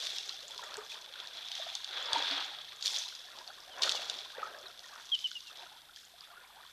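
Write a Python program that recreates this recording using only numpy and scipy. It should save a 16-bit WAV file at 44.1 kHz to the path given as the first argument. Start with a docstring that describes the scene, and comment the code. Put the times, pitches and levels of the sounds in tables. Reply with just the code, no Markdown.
"""A waterhole in open bush, heard from across the pond: elephants drink and wade in the water.
Water spills from their trunks and patters on the surface as noise puffs and ringing drops; feet and trunks
slosh it into bubbles and foam, fat drops ping, trapped air rings and flat blows crack and thud.
A small bird gives short falling whistles. Faint coloured noise makes the hush, over a low hum, and
decaying noise tails make the scatter from banks and bushes."""
import sys
import numpy as np
from scipy import signal
from scipy.fft import rfft, irfft, next_fast_len
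from scipy.io import wavfile
from scipy.ndimage import map_coordinates

SR = 44100
rng = np.random.default_rng(int(sys.argv[2]) if len(sys.argv) > 2 else 0)


def wav_out(sig):
    """Save sig, one row per channel (or a flat mono array), as 16-bit PCM at SR to the path in sys.argv[1]."""
    wavfile.write(sys.argv[1], SR, np.round(np.clip(np.atleast_2d(sig).T, -1, 1) * 32767).astype(np.int16))


N = 296352  # length in samples

# Spectral colours of the noises and swarms: freq_hz, gain_db
HUSH_COLOUR = [(20, 4.5), (35, -12), (50, 4), (90, 0.5), (200, 1), (400, 2), (900, -21), (1500, 7.5),
               (2300, 2), (3400, 6), (5500, -15), (7500, -0.5), (13500, -0.5)]
PATTER_COLOUR = [(250, -62), (700, -29), (1500, -17), (2200, -11.5), (2950, -11), (3400, 1.5), (3800, -2),
                 (4700, -7.5), (6000, -10), (7200, -19.5), (9500, -26.5), (13500, -31.5)]
WASH_COLOUR = [(250, -30), (550, -10), (680, -4.5), (920, -1.5), (1100, -1.5), (1400, 1), (1700, 2),
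               (2100, -8), (2700, -5.5), (4000, -18), (8000, -61)]
CHURN_COLOUR = [(40, -24), (170, -16), (280, -11), (430, -6), (620, 4), (800, -8.5), (1400, -45)]
SMACK_COLOUR = [(200, -63), (900, -31), (2200, -21.5), (2900, -2), (3500, 3.5), (4500, 5), (6200, -5),
                (8000, -18), (13500, -36)]
CRACK_COLOUR = [(200, -27), (2200, -11), (3400, 2), (5000, 4.5), (8000, 6), (13500, -22)]
# Faint low hum: pitch_hz, level_db (centre of its wander)
HUM_TONES = [(50, -86), (75.2, -87.5), (150.4, -84.5)]
# Drips and ripples between the splashes, dying down as the herd settles: time_s, gain_db
RESTING_STIR = [(0, -0.5), (4.6, -0.5), (5.3, -6.5), (6.72, -8.5)]
# Shoves of feet and trunks: peak_s, rise_s and fall_s (per SWELL_DB), relative level_db,
# churn_db (deep churning relative to the slosh)
SHOVES = [(.02, 0.4, 0.76, -57.5, -2.5), (.63, 0.43, .15, -57, -3), (.79, 0.36, 0.1, -49.5, -4),
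          (.98, 0.13, 0.097, -58, -4.5), (1.22, 0.33, 0.14, -56, -4.5), (1.42, 0.43, 0.088, -55.5, -4),
          (1.61, 0.3, 0.34, -54, -12), (1.96, 0.083, 0.13, -44, -12), (2.16, 0.25, 0.41, -43, -5.5),
          (2.36, 0.57, 0.25, -44, -19), (2.95, 0.33, 0.21, -53.5, -6.5), (3.39, 0.23, 0.29, -55.5, -4.5),
          (3.87, 0.26, 0.42, -43.5, -3), (4.2, 0.15, 0.17, -57.5, -2.5), (4.395, 0.067, 0.22, -46, -6),
          (4.54, .2, 0.31, -57, 3), (4.66, 0.15, 0.099, -55.5, -5), (4.97, .2, 0.15, -51.5, -13),
          (5.525, 0.057, 0.17, -55.5, -8), (5.62, .15, 0.33, -56, -7), (6.33, 0.35, 0.64, -60, -11),
          (6.55, .03, 0.36, -62, -15)]
# Trunkfuls falling on the pond: peak_s, rise_s and fall_s (per SWELL_DB), relative level_db,
# spray_db (fine spray relative to the patter)
TRUNKFULS = [(.03, 0.98, 0.54, -40, -5.5), (.6, 0.27, 0.55, -51, -4), (.91, 0.034, 0.16, -46, -6.5),
             (1.22, 0.32, 0.08, -47.5, -31), (1.38, 0.18, 1, -45.5, -20), (1.6, 0.36, 0.8, -45.5, -9.5),
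             (1.955, 0.098, 1.0, -40, -28), (2.15, 0.11, .4, -37.5, -16.5), (2.31, 0.39, 0.26, -33, -22.5),
             (2.86, 0.052, 0.2, -37, -0.5), (2.96, .09, 0.34, -41, -5), (3.39, 0.27, 0.47, -60, 0),
             (3.832, 0.023, 0.3, -33.5, -6), (4.13, 0.11, 0.38, -47.5, -13), (5.25, 1, 0.63, -55, -1),
             (5.6, 0.26, 0.3, -51.5, -15), (5.96, .02, 0.22, -59.5, 1), (6.26, 0.25, 0.15, -57.5, -15),
             (6.68, 0.34, 0.49, -58, -12)]
# Single fat drops: start_s, relative level_db, pitch_hz of the ping
FAT_DROPS = [(0.062, -28, 4000), (0.184, -20.5, 3640), (0.2932, -22.5, 4130), (0.5786, -27.5, 3470),
             (0.7412, -27.5, 4300), (1.2007, -29.5, 3340), (1.2725, -29, 3870), (1.4851, -28.5, 3270),
             (1.5165, -25, 3160), (1.5529, -24.5, 3120), (1.7519, -19.5, 3630), (1.8442, -23, 3600),
             (2.1311, -13.5, 3420), (2.2234, -25, 3300), (2.2887, -28.5, 3600), (2.825, -21.5, 4490),
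             (2.8584, -16.5, 4320), (2.8784, -17.5, 3540), (2.9614, -22.5, 4030), (3.0205, -25.5, 3630),
             (3.0864, -28, 3450), (3.1512, -30, 4940), (3.3867, -33, 4580), (3.4765, -29.5, 4500),
             (3.8212, -14.5, 3700), (3.8342, -12, 3600), (3.8935, -13, 3680), (3.92, -18.5, 3400),
             (4.0976, -17, 3600), (4.7925, -32.5, 3380), (5.0918, -34.5, 3360), (5.1509, -23, 3010),
             (5.1901, -29.5, 3060), (5.3148, -28.5, 3380), (5.4056, -34, 3600), (5.471, -35.5, 4070),
             (5.9609, -34, 3230), (6.2073, -34, 4900)]
# Large air pockets: start_s, pitch_hz at the start, relative level_db, life_s (time scale of the ring)
AIR_POCKETS = [(.428, 490, -50, 0.021), (.592, 1010, -35, .006), (0.624, 1360, -45, 0.015),
               (0.777, 426, -37, 0.019), (.92, 2530, -33.5, .003), (1.095, 475, -54, 0.019),
               (1.156, 1480, -39, .004), (1.597, 644, -36.5, 0.0099), (1.666, 688, -36, 0.0064),
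               (2.09, 900, -39.5, 0.081), (2.157, 930, -21.5, .01), (2.165, 299, -44, 0.025),
               (2.303, 275, -45, .05), (3.124, 1450, -41, 0.0036), (3.502, 1430, -39, .004),
               (3.949, 820, -28, 0.002), (4.381, 515, -33.5, 0.0073), (4.428, 1280, -25, 0.0077),
               (4.455, 1300, -30.5, 0.0044), (4.841, 1860, -44, .006), (4.932, 1140, -39.5, 0.0033),
               (5.314, 1480, -38.5, 0.0033), (5.501, 1160, -48, 0.0085), (5.892, 1320, -46.5, .008),
               (6.323, 1080, -52, 0.019), (6.37, 1437, -43.5, 0.013), (6.448, 2100, -48, 0.0037),
               (6.564, 785, -48, 0.0088)]
# Heavy blows on the water: start_s, crack_peak_db, thud_peak_db
BLOWS = [(0.77, -26.5, -50.5), (2.1321, -24, -39), (2.859, -28, -65), (2.879, -26, -54), (3.894, -26, -48),
         (3.921, -34, -47)]
# Bird chips: start_s, length_s, start_hz, end_hz, relative level_db
BIRD_CHIPS = [(3.7, 0.065, 3350, 2780, -48), (3.94, 0.055, 3150, 2650, -41),
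              (4.658, 0.021, 4460, 3430, -41), (5.117, 0.048, 3340, 2880, -22),
              (5.2415, 0.032, 3140, 2840, -25), (5.352, 0.034, 2960, 2740, -35),
              (5.462, 0.045, 2930, 2600, -47.5)]

SWELL_DB = 20  # a rise or a fall time spans this many dB
DRIP_DB, DRIP_SPRAY_DB = -57, -9  # resting drips, and their spray relative to them
RIPPLE_DB, RIPPLE_DEEP_DB = -65, -5.5  # resting ripples, and their churn relative to them
UNEVEN_DB = 1.5  # how strongly the sloshing flutters from moment to moment
SCATTER_DB, SCATTER_S = -3.5, .009  # droplets thrown up by small ticks: total level, decay time
# Weak, shallow pockets rise by this much per life; strong, deep ones hold their pitch
GLIDE_OCTAVES, SHALLOW_DB, DEEP_DB = 0.27, -49.5, -44
TOP_HZ = 13750  # upper band limit at the microphone


def amp(db):
    """Turn dB into a linear amplitude."""
    return 10 ** (np.asarray(db) / 20)


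def unit(x):
    """Scale a sound to rms 1."""
    return x / np.sqrt(np.mean(x ** 2) + 1e-20)


def wobble(rate):
    """A smooth random curve, rate knots a second."""
    knots = rng.standard_normal(int(N * rate / SR) + 4)
    return map_coordinates(knots, [np.arange(N) * rate / SR])


def add(track, s, sound):
    """Mix a sound into the track at time s."""
    start = max(round(s * SR), 0)
    track[start:start + len(sound)] += sound[:max(N - start, 0)]


def coloured(x, points):
    """Causal minimum-phase filter with the gain of the (freq_hz, gain_db) points."""
    m = 2 * next_fast_len(len(x) // 2 + 2048)
    hz, db = np.transpose(points)
    gain = amp(np.interp(np.log(np.fft.rfftfreq(m, 1 / SR) + 1), np.log(hz), db))
    # Folding the cepstrum forward in time makes the filter causal
    cepstrum = irfft(np.log(gain), m)
    cepstrum[1:m // 2] *= 2
    cepstrum[m // 2 + 1:] = 0
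    response = np.exp(rfft(cepstrum))
    return irfft(rfft(x, m) * response, m)[:len(x)]


def bubbles(per_s, low_hz, high_hz, cycles, rise, spread_db):
    """A swarm of damped, rising rings of random pitch and size, rms 1."""
    when, pitch, size, life = rng.random((int(per_s * N / SR), 4)).T[:, :, None]
    hz = low_hz * (high_hz / low_hz) ** pitch
    tau = cycles * (.5 + life) / hz
    k = np.arange(min(int(4 * cycles * SR / low_hz), 2400))
    age = k / SR / tau
    envelope = np.exp(-age) * (1 - np.exp(-10 * age))
    ring = np.sin(2 * np.pi * hz * tau * age * (1 + rise * age / 2)) * envelope
    strength = amp(-spread_db * np.log(np.maximum(size, .03)))
    places = (when * N).astype(int) + k
    return unit(np.bincount(places.ravel(), (strength * ring).ravel(), N)[:N])


def impacts(per_s, spread_db):
    """Millisecond puffs at random moments, a few much bigger than the rest, rms 1."""
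    when, size = rng.random((int(per_s * N / SR), 2)).T
    power = amp(-spread_db * np.log(np.maximum(size, .02))) ** 2
    t = np.arange(SR // 100) / SR
    hits = np.bincount((when * N).astype(int), power, N)
    envelope = signal.fftconvolve(hits, np.exp(-t / 0.00098))[:N]
    return unit(np.sqrt(np.abs(envelope)) * rng.standard_normal(N))


def swells(rows, rest_db, rest_colour_db):
    """Each splash rises and dies evenly in dB over the resting stir: gains of its main part and its colour."""
    t = np.arange(N) / SR
    power = amp(rest_db + np.interp(t, *np.transpose(RESTING_STIR))) ** 2
    colour = power * amp(rest_colour_db) ** 2
    for s, rise, fall, db, colour_db in rows:
        distance = np.minimum(np.maximum((s - t) / rise, (t - s) / fall), 10)
        swell = amp(db - SWELL_DB * distance) ** 2
        power = power + swell
        colour = colour + swell * amp(colour_db) ** 2
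    return np.sqrt(power), np.sqrt(colour)


def background():
    """Still air, a faint low hum and the herd's far, unbroken dribbling and lapping."""
    t = np.arange(N) / SR
    air = amp(-63.5) * unit(coloured(rng.standard_normal(N), HUSH_COLOUR))
    hum = sum(amp(db + 3.5 * wobble(2.96)) * np.sin(2 * np.pi * hz * t) for hz, db in HUM_TONES)
    dribble = amp(-71.5) * unit(coloured(impacts(per_s=440, spread_db=3.5), PATTER_COLOUR))
    laps = bubbles(per_s=64, low_hz=598, high_hz=1906, cycles=6.4, rise=0.071, spread_db=6.0)
    lapping = amp(-70) * unit(coloured(laps, WASH_COLOUR))
    return air + hum + dribble + lapping


def slosh():
    """Stirred water gurgles with bubbles; a hard surge merges them into foam; each shove has its own deep churn."""
    surge, depth = swells(SHOVES, RIPPLE_DB, RIPPLE_DEEP_DB)
    foaming = np.interp(20 * np.log10(surge), [-58, -42], [.3, .85])  # share of the power that is foam
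    small = bubbles(per_s=240, low_hz=648.6, high_hz=2730, cycles=7.33, rise=.07, spread_db=3.5)
    small = unit(coloured(small, WASH_COLOUR))
    foam = unit(coloured(impacts(per_s=1800, spread_db=5.0), WASH_COLOUR))
    gurgle = np.sqrt(1 - foaming) * small + np.sqrt(foaming) * foam

    big = bubbles(per_s=200, low_hz=332.0, high_hz=744, cycles=4.7, rise=0.041, spread_db=4.0)
    rumble = unit(coloured(rng.standard_normal(N), CHURN_COLOUR))
    churn = unit(unit(coloured(big, CHURN_COLOUR)) + amp(-1.0) * rumble)
    flutter = amp(UNEVEN_DB * wobble(25))
    return flutter * (amp(0.58) * surge * gurgle + amp(-2.5) * depth * churn)


def spill():
    """Drops tap and ping, merging into a rush in strong flow; each trunkful has its own share of fine spray."""
    flow, mist = swells(TRUNKFULS, DRIP_DB, DRIP_SPRAY_DB)
    merged = np.interp(20 * np.log10(flow), [-55, -37], [.15, .45])  # share of the power in the smooth rush
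    taps = impacts(per_s=800, spread_db=4.5)
    pings = bubbles(per_s=300, low_hz=2562, high_hz=7210, cycles=8.3, rise=0.018, spread_db=2)
    separate = unit(taps + amp(-10.5) * pings)
    water = np.sqrt(1 - merged) * separate + np.sqrt(merged) * rng.standard_normal(N)

    ticks = bubbles(per_s=40, low_hz=3180, high_hz=6800, cycles=2.6, rise=0.0093, spread_db=4)
    t = np.arange(SR // 20) / SR
    scatter = rng.standard_normal(len(t)) * np.exp(-t / SCATTER_S)
    droplets = unit(signal.fftconvolve(ticks, scatter)[:N])
    ticks = coloured(ticks + amp(SCATTER_DB) * droplets, CRACK_COLOUR)

    patter = unit(coloured(water, PATTER_COLOUR)) * amp(1.46 * wobble(70))
    water = unit(patter + amp(-8.5) * (1 - merged) * unit(ticks))
    # The part above 4.5 kHz is the spray, with its own level
    highpass = signal.butter(4, 4500, 'high', fs=SR, output='sos')
    spray = signal.sosfiltfilt(highpass, water)
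    return amp(2.0) * flow * (water - spray) + (amp(7.5) * mist + amp(-17.5) * flow) * spray


def drops():
    """A fat drop smacks the water, leaves a short ping and scatters droplets."""
    track, t = np.zeros(N), np.arange(SR // 20) / SR
    # Brief contact, then the fainter scatter
    contact = t / .0006 * np.exp(1 - t / .0006) + amp(-15) * np.exp(-t / .008)
    for s, db, hz in FAT_DROPS:
        smack = coloured(rng.standard_normal(len(t)) * contact, SMACK_COLOUR)
        ping = np.sin(2 * np.pi * hz * t) * np.exp(-t / 0.0021) * (1 - np.exp(-t / 0.00035))
        hit = smack / np.linalg.norm(smack) + amp(-0.5) * ping / np.linalg.norm(ping)
        add(track, s, amp(db + 11.0) * hit / np.linalg.norm(hit))  # level set by total energy
    return track


def plops():
    """A large air pocket swells into its ring; a shallow one glides up as it nears the surface."""
    track, t = np.zeros(N), np.arange(SR // 4) / SR
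    for s, hz, db, life in AIR_POCKETS:
        age = t / life
        swell = 2 * age * np.exp(.5 - 2 * age ** 2) + amp(-14.5) * age * np.exp(1 - age)
        rise = np.interp(db, [SHALLOW_DB, DEEP_DB], [GLIDE_OCTAVES, 0])
        pitch = hz * 2 ** (rise * np.minimum(age, 2))  # the glide stops after two lives
        add(track, s, amp(db - 4.5) * swell * np.sin(2 * np.pi * np.cumsum(pitch) / SR))
    return track


def slaps():
    """A flat blow cracks sharply and shoves the water with one low thud."""
    track, t = np.zeros(N), np.arange(SR // 20) / SR
    u = t / 0.0014
    thud = (1 - u) * np.exp(-u)
    for s, crack_db, thud_db in BLOWS:
        crack = coloured(rng.standard_normal(len(t)) * np.exp(-t / 0.00015), CRACK_COLOUR)
        add(track, s, amp(crack_db) * crack / np.abs(crack).max() + amp(thud_db) * thud)
    return track


def bird():
    """Falling whistles that start quickly, flutter a little and trail off."""
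    track = np.zeros(N)
    for s, length, start_hz, end_hz, db in BIRD_CHIPS:
        u = np.linspace(0, 1, int(length * SR))
        phase = 2 * np.pi * np.cumsum(start_hz + (end_hz - start_hz) * u) / SR
        swell = np.interp(u, [0, .07, .4, .66, .82, 1], [0.018, 0.55, 0.68, 0.75, 0.24, 0.1])
        add(track, s, amp(db) * swell * np.sin(phase))
    return track * amp(1.3 * wobble(600))


def banks(x, t60):
    """The banks and bushes scatter back a thin noise tail that falls 60 dB in t60 seconds."""
    t = np.arange(SR // 2) / SR
    tail = rng.standard_normal(len(t)) * amp(-60 * t / t60) * (1 - np.exp(-t / 0.0037))
    return signal.fftconvolve(x, tail / np.linalg.norm(tail))[:N]


def scene():
    """Sum the pond, the bird, their scatter from the banks and the hush into one channel."""
    hush = background()
    water = slosh() + spill() + drops() + plops() + slaps()
    chips = bird()
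    water_tail = amp(-11) * banks(water, t60=0.51)
    chip_tail = amp(-18) * banks(chips, t60=0.52)
    return (water + water_tail + chips + chip_tail + hush)[None]


def record(dry):
    """The microphone channel passes nothing at or above its band limit, a sharp cut in the spectrum."""
    m = next_fast_len(N + SR // 2)
    passed = np.fft.rfftfreq(m, 1 / SR) < TOP_HZ
    return irfft(rfft(dry, m) * passed, m)[..., :N]


dry = scene()
out = record(dry)
wav_out(out)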